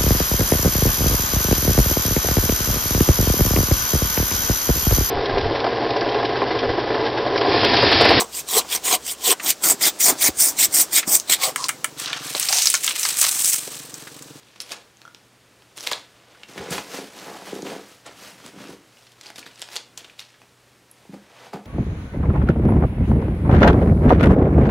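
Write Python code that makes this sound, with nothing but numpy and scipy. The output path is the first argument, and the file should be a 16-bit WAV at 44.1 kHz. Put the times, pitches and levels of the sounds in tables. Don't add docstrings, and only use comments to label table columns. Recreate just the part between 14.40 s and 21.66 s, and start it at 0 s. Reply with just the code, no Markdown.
import sys
import numpy as np
from scipy import signal
from scipy.fft import rfft, irfft
from scipy.io import wavfile
from scipy.ndimage import uniform_filter1d

SR = 44100
rng = np.random.default_rng(int(sys.argv[2]) if len(sys.argv) > 2 else 0)


def dump(signal):
    limited = np.clip(np.atleast_2d(signal).T, -1, 1)
    pcm = np.round(limited * 32767).astype(np.int16)
    wavfile.write(sys.argv[1], SR, pcm)


N = 320166

# pitch_hz, relative_db
AIR_SPECTRUM = [(15, -47), (25, -5), (70, -5.5), (210, -4), (434, -4.5), (829, -8.5), (1760, -10),
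                (3950, -14), (8630, -19), (15600, -28.5)]
# pitch_hz, t60_s
ROOM_DECAY = [(200, 0.33), (700, 0.27), (9700, 0.27)]
# pitch_hz, level_db
TAIL_COLOUR = [(100, -11), (400, -4), (2000, -8), (5000, -10), (10000, -11), (16000, -27)]
# delay_s, level_db
FIRST_ECHOES = [(.006, -14), (0.013, -20)]
# pitch_hz, level_db, t60_s (when knocked)
BOX_MODES = [(71, -10, 0.16), (106, -3.5, 0.12), (160.5, 1, 0.11), (200.4, 2.5, 0.13), (278, 2, 0.12),
             (360.6, 6.5, 0.039), (426, 7.5, 0.042), (553, -1, 0.06), (701, -1, 0.044), (810, 1.5, 0.036),
             (940, 0, 0.034), (1210, -1.5, 0.011)]
# start_s, peak_db, favoured_hz (of the struck panel)
KNOCKS = [(2.175, -32, 334), (2.191, -33.5, 80), (2.225, -32, 480), (2.305, -24, 139), (2.584, -23.5, 504),
          (3.097, -41.5, 199), (3.127, -20.5, 433), (3.158, -28, 404), (3.225, -22, 337), (3.326, -26, 685),
          (3.36, -28, 355), (3.664, -36, 570), (4.168, -36, 183), (4.288, -30, 350), (5.058, -41.5, 370),
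          (6.65, -42, 730), (6.69, -32.5, 200), (6.7299, -33.5, 199), (6.7385, -35.5, 460),
          (7.126, -35, 500), (7.1382, -26, 186), (7.192, -48, 203), (7.254, -36, 326)]
# start_s, level_db
TICKS = [(0.6523, -32.5), (.678, -34.5)]
# pitch_hz, relative_db, t60_s
DISPENSER_MODES = [(1390, 0, .03), (3330, -11, .012), (5800, -9, .008)]
# full_s (moment of full level), rise_s, hold_s, fall_s (20 dB each way),
# scrape_db, treble_db (relative to scrape), boom_db, panel_hz (favoured by the pressed panel)
HAND_STROKES = [(2.088, 0.022, 0.084, .1, -51, -2.5, -48, 300),
                (2.183, 0.046, 0.093, 0.13, -41.5, -11.5, -30, 430),
                (2.319, 0.023, 0.018, 0.11, -33.5, 1.5, -28, 375),
                (2.548, 0.16, 0.018, 0.18, -40, 0, -32.5, 442),
                (2.781, 0.16, 0.11, 0.67, -46.5, -2, -42.5, 370),
                (2.89, 0.12, 0.083, 0.15, -77, -2, -33.5, 736),
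                (3.068, 0.052, 0.027, 0.15, -43.5, -4.5, -36.5, 600),
                (3.144, 0.017, 0.042, 0.067, -51, 1.5, -31, 422),
                (3.256, 0.026, 0.075, 0.15, -42, -5.5, -30.5, 505),
                (3.507, 0.28, 0.028, 0.13, -56.5, 2, -60, 300),
                (3.662, 0.015, 0.012, 0.073, -41, -26, -39.5, 343),
                (3.827, 0.16, 0.065, 0.12, -48.5, 0, -46, 252),
                (4.065, 0.24, 0.011, 0.1, -48.5, -3.5, -42, 238),
                (4.198, 0.12, 0.071, 0.12, -47, -8.5, -37.5, 304),
                (4.295, 0.024, 0.034, 0.05, -53.5, 1.5, -38.5, 397),
                (6.733, 0.023, 0.01, 0.046, -55, -5, -38, 500),
                (7.019, 0.29, 0.061, 0.058, -49, -16, -45.5, 850),
                (7.134, 0.0083, 0.0071, 0.07, -45.5, -14, -29.5, 790),
                (7.258, 0.0091, .005, 0.058, -45.5, -22, -47, 350)]
# pitch_hz, relative_db
CARD_SPECTRUM = [(290, -41), (500, 12.5), (876, 8), (1820, 7), (3060, 5), (6090, 1), (15500, -12.5)]
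# (decay constant of the grit, held to 0.1-9 ms)
SNAPS = [(0.1596, -20.5, 4100, 0.5, 7.7), (0.2032, -3.5, 5470, 7, 1.1), (0.21, -22, 6940, 7, 1.1),
         (0.2183, -13, 10400, 10, 0.7), (0.2218, -18, 5300, 16, 0.6), (0.3193, -4.5, 5650, 4, 1.9),
         (0.571, -29, 6500, 14, 0.6), (0.6172, -20.5, 4150, 1, 0.57), (0.7472, -17, 5830, -1.5, 1.4),
         (1.222, -28, 3000, 1, 2), (1.373, -16, 9500, 18, 1.1), (1.378, -12, 8000, 1, .7),
         (1.385, -14, 4000, 6.5, 1.7), (1.3985, -21, 8000, 3, 0.63), (1.4077, -10, 6000, 2, 0.27),
         (1.415, -20, 7000, 7, 0.64), (1.4294, -19, 11000, 8, .5), (1.4695, -4.5, 2980, 6, 0.88),
         (1.4729, 3, 4300, 2, 0.44), (1.5151, 3, 3540, -1.5, 3.2), (1.5245, -2, 7200, 0, 1),
         (1.532, 2, 3510, 19, 1.1), (1.948, -23.5, 1530, 15, 11), (2.0334, -12.5, 2760, 11, 3.5),
         (2.178, -6.5, 1870, 1.5, 13), (2.306, -7, 9300, 8, 8), (2.3809, 1, 3200, -3.5, 15),
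         (2.789, -17, 4970, 8, .6), (3.2218, -14, 6050, 6, 3.5), (3.264, -11, 2190, 16, 8.9),
         (3.6628, -17, 8450, 3, 9.8), (4.063, -16, 8200, 1, 1.2), (4.57, -28, 2940, 14, 2.3),
         (4.668, -23.5, 4120, 4, 7), (4.812, -16, 4960, 4.5, 1.8), (4.866, -15.5, 4760, 22, 2.3),
         (4.9024, -14.5, 900, 0.5, 2.2), (4.959, -18, 4800, 8, 3), (4.9838, -14, 6200, -3.5, 5.4),
         (5.028, -17, 2380, 9, 4.8), (5.0646, -17, 1500, 3.5, 0.44), (5.158, -25, 4890, 5, 1.3),
         (5.195, -22, 8400, 2, .8), (5.2005, -28, 10500, -2, .6), (5.206, -27, 12500, -2, 1.1),
         (5.2185, -6.5, 7550, 1, 0.49), (5.2241, -8.5, 4890, 2.5, 1.3), (5.288, -16, 3440, 2, 1.4),
         (5.357, -9, 7360, 3, 1.1), (5.364, -1, 3360, 5, 0.88), (5.3688, -3, 5400, 11, 0.53),
         (5.5758, -8, 6960, 3, 2.2), (5.645, -16, 3180, 6, 4.1), (5.6975, -21.5, 2480, 13, 1.9),
         (5.794, -9, 3940, 6.5, 2), (5.824, -22, 4230, 23, 2.5), (5.941, -27, 1970, 11, 5.4),
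         (6.0176, -23.5, 2060, 0.5, 2.9), (6.513, -21, 10900, 21, 1.8), (7.137, -21, 4760, 32, 2.2)]
# full_s (moment of full level), rise_s, hold_s, fall_s (20 dB each way; the
# fizz has its own fall), level_db, fizz_db and low_db (both relative to level_db)
TAPE_PULLS = [(0, .01, 0.091, 0.93, -59, -19, -15), (0.208, 0.0067, .003, 0.14, -50.5, 12, -2),
              (0.321, 0.067, 0.0064, 0.1, -43, 1, -1), (1.369, 0.012, 0.071, .1, -52, 7.5, -3),
              (1.472, 0.068, 0.024, 0.081, -43.5, 4.5, -1.5), (1.514, .006, 0.012, 0.1, -34.5, -4.5, -9),
              (1.895, 1, 0.14, .05, -61.5, -28, 1.5), (4.588, 0.22, 0.14, 0.091, -64, 0, -7),
              (4.845, 0.08, 0.046, 0.095, -48.5, -15, -8.5), (4.957, .004, 0.008, 0.021, -47.5, -3, -12),
              (4.982, .004, 0.013, 0.12, -49, 6, -3.5), (5.062, .004, 0.01, 0.11, -49.5, -7, -8),
              (5.2, 0.1, 0.017, .2, -49.5, -10, -14), (5.354, 0.1, 0.009, 0.077, -41.5, -2, -7),
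              (5.575, 0.0029, 0.0079, 0.11, -48.5, 7.5, -6), (5.64, .04, 0.09, 0.22, -59.5, -24, -5.5),
              (5.791, .01, 0.012, 0.17, -47.5, -1, -21)]
# pitch_hz, relative_db
FILM_SPECTRUM = [(120, -52), (200, 1), (497, 9), (1090, 6.5), (1780, 2), (3200, 4), (5000, -0.5),
                 (10600, -11), (15500, -19)]

AIR_DB = -56
HUM_HZ, HUM_DB, HUM_WAVER_DB = 121, -67, 1
PANEL_DB = -6
FADE_DB = -20
FIZZ_FALL_S = 0.022
ABOVE_DB, ABOVE_DB_PER_KHZ = 3.5, 2.5
NARROW = 0.58
RING, RING_OCTAVES = 0.31, 0.051
EDGE_HZ = 15800


def gain_of(db):
    return 10 ** (np.asarray(db) / 20)


def evened(x):
    return x / np.sqrt(np.mean(x ** 2) + 1e-20)


def read(points, hz):
    f, value = np.transpose(points)
    return np.interp(np.log(hz + 1), np.log(f + 1), value)


def add(mix, s, sound):
    part = mix[round(s * SR):][:len(sound)]
    part += sound[:len(part)]


def coloured(x, points):
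    gain = gain_of(read(points, np.fft.rfftfreq(len(x), 1 / SR)))
    return evened(irfft(rfft(x) * gain, len(x)))


def halves(x, hz):
    split = signal.butter(1, np.clip(hz, 20, 20000), fs=SR, output="sos")
    low = signal.sosfiltfilt(split, x)
    return evened(low), evened(x - low)


def uneven(count, spread_db, size):
    return gain_of(spread_db * evened(uniform_filter1d(rng.standard_normal(count), size)))


def swells(full_s, rise_s, hold_s, fall_s, level_db):
    t = np.arange(0, N + 32, 32)[:, None] / SR
    before = (full_s - t) / np.maximum(rise_s, .002)
    after = (t - full_s - hold_s) / np.maximum(fall_s, .002)
    under = np.clip(np.maximum(before, after), 0, 9)
    power = (gain_of(level_db + FADE_DB * under) ** 2).sum(axis=1)
    return np.interp(np.arange(N) / SR, t[:, 0], np.sqrt(power))


def ring(x, hz, width_hz):
    r = np.exp(-np.pi * width_hz / SR)
    return signal.lfilter([1, -1], [1, -2 * r * np.cos(2 * np.pi * hz / SR), r * r], x)


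def crackle(count, per_s, spread_db):
    size = gain_of(spread_db * np.minimum(rng.exponential(1, count), 4))
    size = size * rng.choice([-1., 1.], count)
    return size * np.clip((per_s / SR - rng.random(count)) * SR / 50, 0, 1)


def patches(clicks, low_hz, high_hz, q, count):
    which, pitches = rng.integers(0, count, N), np.geomspace(low_hz, high_hz, count)
    return evened(sum(evened(ring(clicks * (which == k), hz, hz / q)) * np.sqrt(hz)
                      for k, hz in enumerate(pitches)))


def background():
    air = coloured(rng.standard_normal(N), AIR_SPECTRUM) * uneven(N, 1.0, size=6000)
    tone = np.sin(2 * np.pi * HUM_HZ * np.arange(N) / SR)
    hum = evened(tone * uneven(N, HUM_WAVER_DB, size=3000))
    return gain_of(AIR_DB) * air + gain_of(HUM_DB) * hum


def room(x):
    taps = np.zeros(SR)
    at = np.arange(400, SR - 20, 20) + rng.integers(0, 20, (SR - 401) // 20)
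    taps[at] = rng.choice([-1., 1.], at.shape)
    hz, t, bands = signal.stft(taps, SR, nperseg=256)
    decay = gain_of(-60 * t / np.maximum(read(ROOM_DECAY, hz), .05)[:, None])
    tail = signal.istft(bands * decay, SR, nperseg=256)[1]
    bands = signal.stft(tail / np.linalg.norm(tail), nperseg=256)[2]
    tail = signal.istft(bands * gain_of(read(TAIL_COLOUR, hz))[:, None], nperseg=256)[1]
    for s, db in FIRST_ECHOES:
        add(tail, s, gain_of([db]))
    return x + signal.fftconvolve(x, tail)[:N]


def knock(peak_db, favoured_hz):
    t = np.arange(SR // 5) / SR
    modes = np.zeros(len(t))
    for k, (hz, db, t60) in enumerate(BOX_MODES):
        level_db = db - 10 * abs(np.log2(hz / favoured_hz)) - 60 * t / t60
        modes += gain_of(level_db) * np.sin(2 * np.pi * hz * t) * (-1) ** k
    modes = modes * (1 - np.exp(-t / 0.002))
    return gain_of(peak_db) * modes / abs(modes).max()


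def tick(level_db):
    t = np.arange(SR // 10) / SR
    modes = sum(gain_of(db - 60 * t / t60) * np.sin(2 * np.pi * hz * t) for hz, db, t60 in DISPENSER_MODES)
    return gain_of(level_db) * modes


def handle():
    *shape, scrape_db, treble_db, boom_db, panel_hz = np.transpose(HAND_STROKES)
    slips = uneven(N, 1.16, size=300)
    grit = patches(crackle(N, 1500, 3.5), 1000, 12000, 6, count=12)
    fibres = slips * (rng.standard_normal(N) + 0.5 * grit)
    card, treble = halves(coloured(fibres, CARD_SPECTRUM), 4600)
    scrape = swells(*shape, scrape_db) * card + swells(*shape, scrape_db + treble_db) * treble

    shoves = evened(crackle(N, 120, 3.0)) + .6 * rng.standard_normal(N)
    shoves = shoves * uneven(N, 1.56, size=700)
    share = gain_of([db + PANEL_DB * abs(np.log2(hz / panel_hz)) for hz, db, _ in BOX_MODES])
    share_db = 20 * np.log10(share / np.linalg.norm(share, axis=0))
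    boom = np.zeros(N)
    for k, (hz, _, t60) in enumerate(BOX_MODES):
        mode = evened(ring(shoves, hz, 5.0 / t60))
        boom += swells(*shape, boom_db + share_db[k]) * (-1) ** k * mode
    return scrape + boom


def snap(energy_db, peak_hz, below_db, length_ms, hiss):
    ms = np.arange(len(hiss)) / SR * 1000
    jolt = (ms == 0) + .5 * hiss * np.exp(-ms / np.clip(length_ms, .1, 9))
    hz = np.maximum(abs(np.fft.fftfreq(len(ms), 1 / SR)), 30)
    octaves = np.log2(hz / peak_hz)
    above_db = ABOVE_DB + ABOVE_DB_PER_KHZ * peak_hz / 1000 + NARROW * below_db
    slope_db = np.where(octaves < 0, below_db, -above_db) * octaves
    small_db = 10 * np.minimum(np.log2(hz / 350), 0)
    ring_db = RING * max(below_db, 0) / (1 + (octaves / RING_OCTAVES) ** 2)
    log_gain = np.log(gain_of(slope_db + small_db + ring_db))
    colour = np.exp(np.conj(signal.hilbert(log_gain)))
    click = np.fft.ifft(np.fft.fft(jolt) * colour).real
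    return gain_of(energy_db) * click / np.linalg.norm(click)


def pull():
    *shape, fall_s, level_db, fizz_db, low_db = np.transpose(TAPE_PULLS)
    clumps, flicks = uneven(N, 2.3, size=250), crackle(N, 1300, 3.2)
    hiss = clumps * rng.standard_normal(N)
    flicked = patches(clumps * flicks, 1635, 7700, 6.8, count=12)
    low, body = halves(coloured(flicked + 1.34 * hiss, FILM_SPECTRUM), 1300)
    fizz = halves(coloured(evened(clumps * flicks) + 0.73 * hiss, FILM_SPECTRUM), 5100)[1]
    crinkle = swells(*shape, fall_s, level_db) * body
    rustle = swells(*shape, fall_s, level_db + low_db) * low
    return crinkle + rustle + swells(*shape, FIZZ_FALL_S, level_db + fizz_db) * fizz


def scene():
    near = pull() + handle()
    grit = rng.standard_normal((len(SNAPS), 2048))
    for (s, *row), hiss in zip(SNAPS, grit):
        add(near, s, snap(*row, hiss))
    for s, db in TICKS:
        add(near, s, tick(db))
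    for s, *row in KNOCKS:
        add(near, s, knock(*row))
    return np.tile(room(near) + background(), (2, 1))


def record(dry):
    thin = signal.sosfilt(signal.butter(2, 60, "highpass", fs=SR, output="sos"), dry)
    treble_cut = signal.firwin(511, EDGE_HZ, window=("kaiser", 9), fs=SR)
    return signal.oaconvolve(thin, treble_cut[None], "same")


dry = scene()
out = record(dry)
dump(out)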